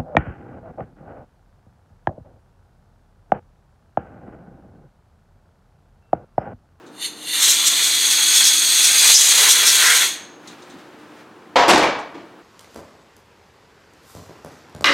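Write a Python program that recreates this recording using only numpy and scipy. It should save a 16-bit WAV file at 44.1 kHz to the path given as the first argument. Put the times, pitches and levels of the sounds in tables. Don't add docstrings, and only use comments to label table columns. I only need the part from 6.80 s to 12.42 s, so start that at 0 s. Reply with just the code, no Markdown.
import sys
import numpy as np
from scipy import signal
from scipy.fft import rfft, irfft, next_fast_len
from scipy.io import wavfile
from scipy.ndimage import uniform_filter1d, minimum_filter1d, map_coordinates

SR = 44100
rng = np.random.default_rng(int(sys.argv[2]) if len(sys.argv) > 2 else 0)


def wrap_up_sound(samples):
    columns = np.atleast_2d(samples).T
    tamed = np.clip(columns, -1, 1)
    steps = np.round(tamed * 32767).astype(np.int16)
    wavfile.write(sys.argv[1], SR, steps)


N = 247886


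def amp(db):
    return 10 ** (np.asarray(db) / 20)


def unit(x):
    return x / np.sqrt(np.mean(x ** 2) + 1e-20)


def along(points, hz):
    f, values = np.transpose(points)
    return np.interp(np.log(hz + 1), np.log(f + 1), values)


def wobble(rate):
    knots = rng.standard_normal(int(N * rate / SR) + 4)
    return map_coordinates(knots, [np.arange(N) * rate / SR])


def gate(start, end, rise_db_per_s, fall_db_per_s):
    t = np.arange(N) / SR
    early, late = np.maximum(start - t, 0), np.maximum(t - end, 0)
    return amp(-rise_db_per_s * early - fall_db_per_s * late)


def swell(s, db, half):
    return amp(db) * np.exp(-.5 * ((np.arange(N) / SR - s) / half) ** 2)


def filtered(x, response):
    padded = next_fast_len(N + SR // 2)
    spectrum = rfft(x, padded) * response(np.fft.rfftfreq(padded, 1 / SR))
    return irfft(spectrum, padded)[..., :N]


def noise(response):
    return unit(filtered(rng.standard_normal(N), response))


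def coloured(points):
    return noise(lambda hz: amp(along(points, hz)))


def resonance(hz, centre, width):
    return 1j * hz * width / (centre ** 2 - hz ** 2 + 1j * hz * width)


def band(centre, width):
    return noise(lambda hz: resonance(hz, centre, width) ** 2)


def resonant(peaks):
    def response(hz):
        return np.sqrt(sum(amp(db) ** 2 * np.abs(resonance(hz, centre, 2.05 * width)) ** 4
                           for centre, width, db in peaks))
    return noise(response)


def ringing(modes):
    t = np.arange(SR) / SR
    ring = np.zeros(SR)
    for hz, db, t60 in modes:
        wander = rng.random() + np.cumsum(rng.standard_normal(SR)) / np.sqrt(SR)
        fresh_db = db + rng.normal(0, 1)
        ring += amp(fresh_db - 60 * t / t60) * np.sin(2 * np.pi * (hz * t + wander))
    return ring * (1 - np.exp(-t / .003))


# f/Hz, t60/s
ROOM_DECAY = [(100, 0.94), (300, 0.64), (1000, 0.7), (2500, 0.6), (6000, 0.49), (14000, 0.2)]


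def dying(x, stretch):
    hz, t, z = signal.stft(x[:SR], SR, nperseg=256)
    t60 = stretch * along(ROOM_DECAY, hz)[:, None]
    return signal.istft(z * amp(-60 * t / t60), SR, nperseg=256)[1][:SR]


def bursts(times, levels, colour, stretch, attack):
    out, source = np.zeros(N + SR), coloured(colour)
    rise = 1 - np.exp(-np.arange(SR) / SR / attack)
    for s, db in zip(times, levels):
        fresh = np.roll(source, rng.integers(N))
        out[round(s * SR):][:SR] += amp(db) * rise * dying(fresh, stretch)
    return out[:N]


def diffuse(x):
    z = signal.stft(x, nperseg=512)[2]
    scrambled = signal.istft(z * np.exp(2j * np.pi * rng.random(z.shape)), nperseg=512)[1]
    late = np.pad(scrambled, (256, 0))[:N]
    return np.std(x) * unit(late)


# f/Hz, mean level/dB
HUM_TONES = [(120, -76.5), (301.5, -53.5), (328.4, -64.5), (360.7, -59), (452, -59)]
# f/Hz, level/dB (per Hz)
MACHINERY_SPECTRUM = [(15, -82.5), (25, -63), (86, -18), (148, -12.5), (267, -5.5), (359, -4.5),
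                      (389, -8.5), (457, -8.5), (631, -12), (804, -11), (1530, -14.5), (1800, -18.5),
                      (2120, -23.5), (2360, -22.5), (15500, -47.5)]


def machinery():
    t = np.arange(N) / SR
    hum = np.zeros(N)
    for hz, db in HUM_TONES:
        level = amp(db + 1.3 * wobble(2.8))
        hum += level * np.sqrt(2) * np.sin(2 * np.pi * hz * t + 1.16 * wobble(6))
    return hum + amp(-45.5) * coloured(MACHINERY_SPECTRUM)


# t/s, level/dB
TICK_EVENTS = [(.063, -50.5), (3.673, -38), (3.71, -51), (3.821, -47), (3.897, -46.5), (3.985, -54.5),
               (5.188, -43.5)]
# f/Hz, level/dB (per Hz)
TICK_SPECTRUM = [(150, -45), (800, -20), (2000, -27), (3800, 10.5), (5000, -4), (6500, 4.5), (9000, -5),
                 (15000, -24.5)]
# t/s, level/dB
BUMP_EVENTS = [(.063, -43.5), (3.673, -40), (3.935, -39), (5.188, -41)]
# f/Hz, level/dB (per Hz)
BUMP_SPECTRUM = [(40, -35), (130, -6), (205, 7), (320, 12.5), (600, -32), (1500, -55)]
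# t/s, level/dB, standard deviation/s
SLEEVE_BRUSHES = [(3.706, -47.5, 0.064), (3.93, -49, 0.099), (4.3, -52, .13)]
# f/Hz, level/dB (per Hz)
CLOTH_SPECTRUM = [(60, -41), (300, -13.5), (800, 2.5), (1800, 4.5), (4000, -4.5), (8000, -13.5),
                  (15000, -23)]


def handling():
    ticks = bursts(*np.transpose(TICK_EVENTS), TICK_SPECTRUM, stretch=0.39, attack=0.00093)
    bumps = bursts(*np.transpose(BUMP_EVENTS), BUMP_SPECTRUM, stretch=0.46, attack=0.0049)
    strokes = sum(swell(s, db, half) for s, db, half in SLEEVE_BRUSHES)
    rustle = strokes * amp(1.4 * wobble(30)) * coloured(CLOTH_SPECTRUM)
    return ticks + bumps + rustle


# t/s, level/dB, hardness (0-1)
SHEET_BLOWS = [(4.757, -9.5, .05), (4.79, -16.5, 0), (4.822, -20, .05), (4.879, -12.5, .95),
               (4.891, -10.5, .95), (4.93, -20, .9), (4.975, -18, .8), (5.024, -15.5, 0.5),
               (5.05, -25.5, .1), (5.343, -41.5, 0.1), (5.378, -47, 0)]
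# f/Hz, mean level/dB, t60/s
SHEET_MODES = [(285, -13, .4), (502, -3, .4), (548, -6, .4), (704, -4, .45), (824, -5, .4), (921, -5, .4),
               (974, 0, .33), (1190, -12, .35), (2191, -11, .3), (3280, -17, .35)]
# f/Hz, mean level/dB, t60/s
LOOSE_PART_MODES = [(2095, -13.5, 0.46), (2027, -3, 0.42), (2330, 3, 0.35), (2434, -7.5, 0.6),
                    (2280, -1.5, 0.66), (3260, -5, 0.2)]
# f/Hz, level/dB (per Hz)
RATTLE_SPECTRUM = [(100, -48), (250, -19.5), (480, 0), (950, 1), (1300, -4), (2200, -7.5), (3200, -11.5),
                   (4500, -15.5), (7000, -23.5), (12000, -57.5)]
# f/Hz, level/dB (per Hz)
CLASH_SPECTRUM = [(100, -49), (600, -20), (1500, 5.5), (3000, 1.5), (5500, -0.5), (8000, -4.5),
                  (12000, -13), (15700, -22)]
# f/Hz, level/dB (per Hz)
THUD_SPECTRUM = [(25, -43.5), (70, -22.5), (140, -8.5), (220, -3.5), (300, 8), (370, 3.5), (550, -13),
                 (1200, -56)]
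# level when soft/dB, gain when hard/dB
RING_BY_HARDNESS = (0, -15)
# level when soft/dB, gain when hard/dB
CLASH_BY_HARDNESS = (-23, 21)
# level when soft/dB, gain when hard/dB
THUD_BY_HARDNESS = (-22.5, 12)
THUD_GROWTH = 0.38
CLINK_S, CLINK_DB = 5.026, -26


def clatter():
    s, blow_db, hardness = np.transpose(SHEET_BLOWS)

    def share_db(law):
        return law[0] + law[1] * hardness

    ring = np.zeros(N + SR)
    for start, level in zip(s, blow_db + share_db(RING_BY_HARDNESS)):
        ring[round(start * SR):][:SR] += amp(level) * ringing(SHEET_MODES)
    ring[round(CLINK_S * SR):][:SR] += amp(CLINK_DB) * ringing(LOOSE_PART_MODES)
    clash_db = blow_db + share_db(CLASH_BY_HARDNESS)
    thud_db = THUD_GROWTH * blow_db + share_db(THUD_BY_HARDNESS)
    rattle = bursts(s, blow_db, RATTLE_SPECTRUM, stretch=0.95, attack=0.0012)
    clash = bursts(s, clash_db, CLASH_SPECTRUM, stretch=0.69, attack=0.0027)
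    thuds = bursts(s, thud_db, THUD_SPECTRUM, stretch=0.61, attack=0.0052)
    return ring[:N] + (rattle + clash) * amp(1.2 * wobble(200)) + thuds


# t/s, level/dB, rise/(dB/s), fall/(dB/s)
TRIGGER_SQUEEZES = [(.248, -18.5, 338.5, 399.5), (.56, -16.5, 157.5, 258)]
# f/Hz, nominal width/Hz, relative level/dB
VALVE_RESONANCES = [(1990, 270, -7), (2820, 260, -3.5), (3563, 120, 4.5), (4200, 250, 2.5),
                    (6400, 310, -2.5), (7260, 130, -2), (8300, 86, -1), (8680, 54, 2.5), (10290, 390, -3.5),
                    (10320, 200, -9.5), (11500, 220, -12.5), (12850, 198.5, -10), (14300, 260, -16)]
SEEP_DB, SEEP_FADE_DB_PER_S = -48, 400


def leak():
    puffs = sum(amp(db) * gate(s, s, rise, fall) for s, db, rise, fall in TRIGGER_SQUEEZES)
    first_s, last_s = TRIGGER_SQUEEZES[0][0], TRIGGER_SQUEEZES[-1][0]
    seep = amp(SEEP_DB) * gate(first_s, last_s, SEEP_FADE_DB_PER_S, SEEP_FADE_DB_PER_S)
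    flow = np.hypot(puffs, seep)
    return flow * amp(1.7 * wobble(49)) * resonant(VALVE_RESONANCES)


# t/s, level/dB, standard deviation/s, centre f/Hz
EDGE_FLARES = [(.637, -16.5, 0.021, 6540), (0.703, -16, 0.028, 6270), (0.875, -15, 0.012, 6500),
               (1.05, -25.5, 0.037, 6600), (1.32, -19, .016, 6000), (1.564, -17, 0.018, 6000),
               (1.67, -14.5, 0.018, 5400), (2.05, -16.5, 0.022, 6200), (2.333, -16.5, 0.011, 6960),
               (2.391, -8.5, 0.039, 6800), (2.453, -14, 0.052, 7000), (2.711, -11.5, .02, 6300),
               (2.884, -11.5, 0.02, 5360), (3.07, -20.5, .04, 5400), (3.166, -18.5, 0.021, 6500)]
# t/s, level/dB, standard deviation/s, centre f/Hz, width at -6 dB/Hz
HOLE_HOOTS = [(2.363, 2.5, 0.012, 5800, 1600), (3.084, -15, .045, 1800, 900)]
# f/Hz, level/dB (per Hz)
SPRAY_SPECTRUM = [(100, -69), (900, -45), (2000, -13), (2800, -3.5), (3900, 3), (5200, -6.5), (6400, 3.5),
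                  (7600, -3.5), (8400, 2.5), (9500, -8), (10300, -4), (13000, -11), (15700, -22)]
SHRIEK_WIDTH_HZ, FLARE_SPRAY_DB = 2900, 0.5


def flares():
    spray = amp(FLARE_SPRAY_DB) * coloured(SPRAY_SPECTRUM)
    edges = sum(swell(s, db, half) * (band(centre, SHRIEK_WIDTH_HZ) + spray)
                for s, db, half, centre in EDGE_FLARES)
    holes = sum(swell(s, db, half) * band(centre, width)
                for s, db, half, centre, width in HOLE_HOOTS)
    return (edges + holes) * amp(wobble(140))


def chips(rate, size):
    strikes = (rng.random(N) < rate / SR) * rng.exponential(size=N)
    t = np.arange(SR // 100) / SR
    return size * signal.fftconvolve(strikes, amp(-60 * t / 0.0042))[:N]


# t/s, nearness of nozzle to part (0-1), depth in the part's hollows (0-1)
HAND_AIM = [(.68, .2, 0.28), (.8, .02, 0.12), (1.01, 0.18, 0.26), (1.17, 0.09, 0.07), (1.48, 0.23, 0),
            (1.6, 0.48, 0), (1.8, 0.2, 0), (2.17, 0.63, 0.15), (2.3, 1, 0.16), (2.42, 0.9, 0.56),
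            (2.53, 0.8, 0), (2.63, 0.86, 0.7), (2.76, .55, 0.3), (2.83, 0.42, 0.5), (2.95, .7, 0.36),
            (3.06, .55, 0.93), (3.25, 0.47, 0.4)]
# f/Hz, nominal width/Hz, relative level/dB
TUBE_RESONANCES = [(3030, 120, -9), (3390, 150, 1), (3570, 200, -3), (4230, 260, 0), (4650, 300, -10),
                   (5900, 120, -8), (6490, 220, 1), (7030, 180, -6), (8170, 180, -4), (8550, 280, -6),
                   (10150, 450, -10), (11950, 500, -16), (13000, 500, -19), (13980, 330, -13)]
# f/Hz, level/dB (per Hz)
ROAR_SPECTRUM = [(100, -67), (300, -41.5), (700, -23.5), (1050, -5), (1550, 0.5), (2300, 4), (2900, -2.5),
                 (4500, -20)]
# f/Hz, level/dB (per Hz)
RUMBLE_SPECTRUM = [(25, -19.5), (120, -29.5), (220, -27.5), (330, -1), (480, 3.5), (700, 3.5), (980, 7),
                   (1500, -20), (3000, -60.5)]
# level when far/dB, gain when near/dB, gain in a hollow/dB
TUBE_BY_AIM = (-19, 7.5, -8.5)
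# level when far/dB, gain when near/dB, gain in a hollow/dB
SPRAY_BY_AIM = (-24.5, 13.6, 0)
# level when far/dB, gain when near/dB, gain in a hollow/dB
ROAR_BY_AIM = (-31, 10.1, 5)
# level when far/dB, gain when near/dB, gain in a hollow/dB
RUMBLE_BY_AIM = (-48.5, 12, 9.5)
OPEN_S, CLOSE_S, OPEN_DB_PER_S, CLOSE_DB_PER_S = .61, 3.244, 138, 203.5


def jet():
    s, *columns = np.transpose(HAND_AIM)
    near, deep = [np.interp(np.arange(N) / SR, s, column) for column in columns]

    def aimed(law):
        return amp(law[0] + law[1] * near + law[2] * deep)

    spray = aimed(SPRAY_BY_AIM) * coloured(SPRAY_SPECTRUM) * (1 + chips(rate=30, size=.5))
    hiss = aimed(TUBE_BY_AIM) * resonant(TUBE_RESONANCES) + spray
    roar = aimed(ROAR_BY_AIM) * coloured(ROAR_SPECTRUM)
    rumble = aimed(RUMBLE_BY_AIM) * coloured(RUMBLE_SPECTRUM)
    flutter_db = .5 * wobble(45) + 0.93 * wobble(220)
    flow = gate(OPEN_S, CLOSE_S, OPEN_DB_PER_S, CLOSE_DB_PER_S)
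    return flow * (hiss * amp(flutter_db) + (roar + rumble) * amp(1.7 * wobble(60)))


def shop_echo(x, near_db, near_t60, far_db):
    t = np.arange(SR) / SR
    paths = rng.standard_normal((6, SR)) * amp(-60 * t / near_t60)
    paths = paths / np.linalg.norm(paths, axis=1, keepdims=True)
    copies = signal.fftconvolve(x[None], paths, axes=1)[:, :N]
    shares = np.array([wobble(2.026) for _ in paths])
    near = np.sum(copies * shares, axis=0) / np.linalg.norm(shares, axis=0)
    tail = dying(rng.standard_normal(SR), stretch=1)
    far = signal.fftconvolve(diffuse(x), tail / np.linalg.norm(tail))[:N]
    return np.std(x) * unit(x + amp(near_db) * near + amp(far_db) * far)


# f/Hz, mean level/dB, t60/s
STEEL_MODES = [(1916, -6, .6), (3400, -7, .45), (3752, -8, .5), (6400, -5, .65), (6475, -2, .7),
               (6550, -5, .65)]


def singing_steel(air, level_db):
    ring = signal.fftconvolve(air, ringing(STEEL_MODES))[:N]
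    return amp(level_db) * np.std(air) * unit(ring)


def ports(x, width):
    side = filtered(diffuse(x), lambda hz: amp(along(width, hz)))
    return np.array([x + side, x - side])


# f/Hz, side level/dB
JET_SIDE = [(60, -46), (400, -23), (1100, -69), (3000, -45), (4500, -24.5), (6000, -18.5), (7000, -20),
            (8500, -31.5), (15000, -36.5)]
# f/Hz, side level/dB
ROOM_SIDE = [(60, -28.5), (300, -18.5), (1000, -25), (3000, -16.5), (6000, -13), (15000, -15)]


def scene():
    air = shop_echo(leak() + jet() + flares(), near_db=-5, near_t60=0.1, far_db=-10)
    air = air + singing_steel(air, level_db=-23.5)
    aside = clatter() + handling() + machinery()
    lean_db = 0.22
    return ports(air, JET_SIDE) + amp([[lean_db], [-lean_db]]) * ports(aside, ROOM_SIDE)


def limiter(x, ceiling_db, release_db_per_s):
    over_db = np.maximum(20 * np.log10(np.abs(x).max(axis=0) + 1e-9) - ceiling_db, 0)
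    climb_db = release_db_per_s * np.arange(N) / SR
    gain_db = climb_db - np.maximum.accumulate(over_db + climb_db)
    return x * amp(uniform_filter1d(minimum_filter1d(gain_db, size=64), size=64))


def record(dry):
    held = limiter(dry, ceiling_db=-.3, release_db_per_s=75)
    return filtered(held, lambda hz: hz < 15850)


dry = scene()
out = record(dry)
wrap_up_sound(out)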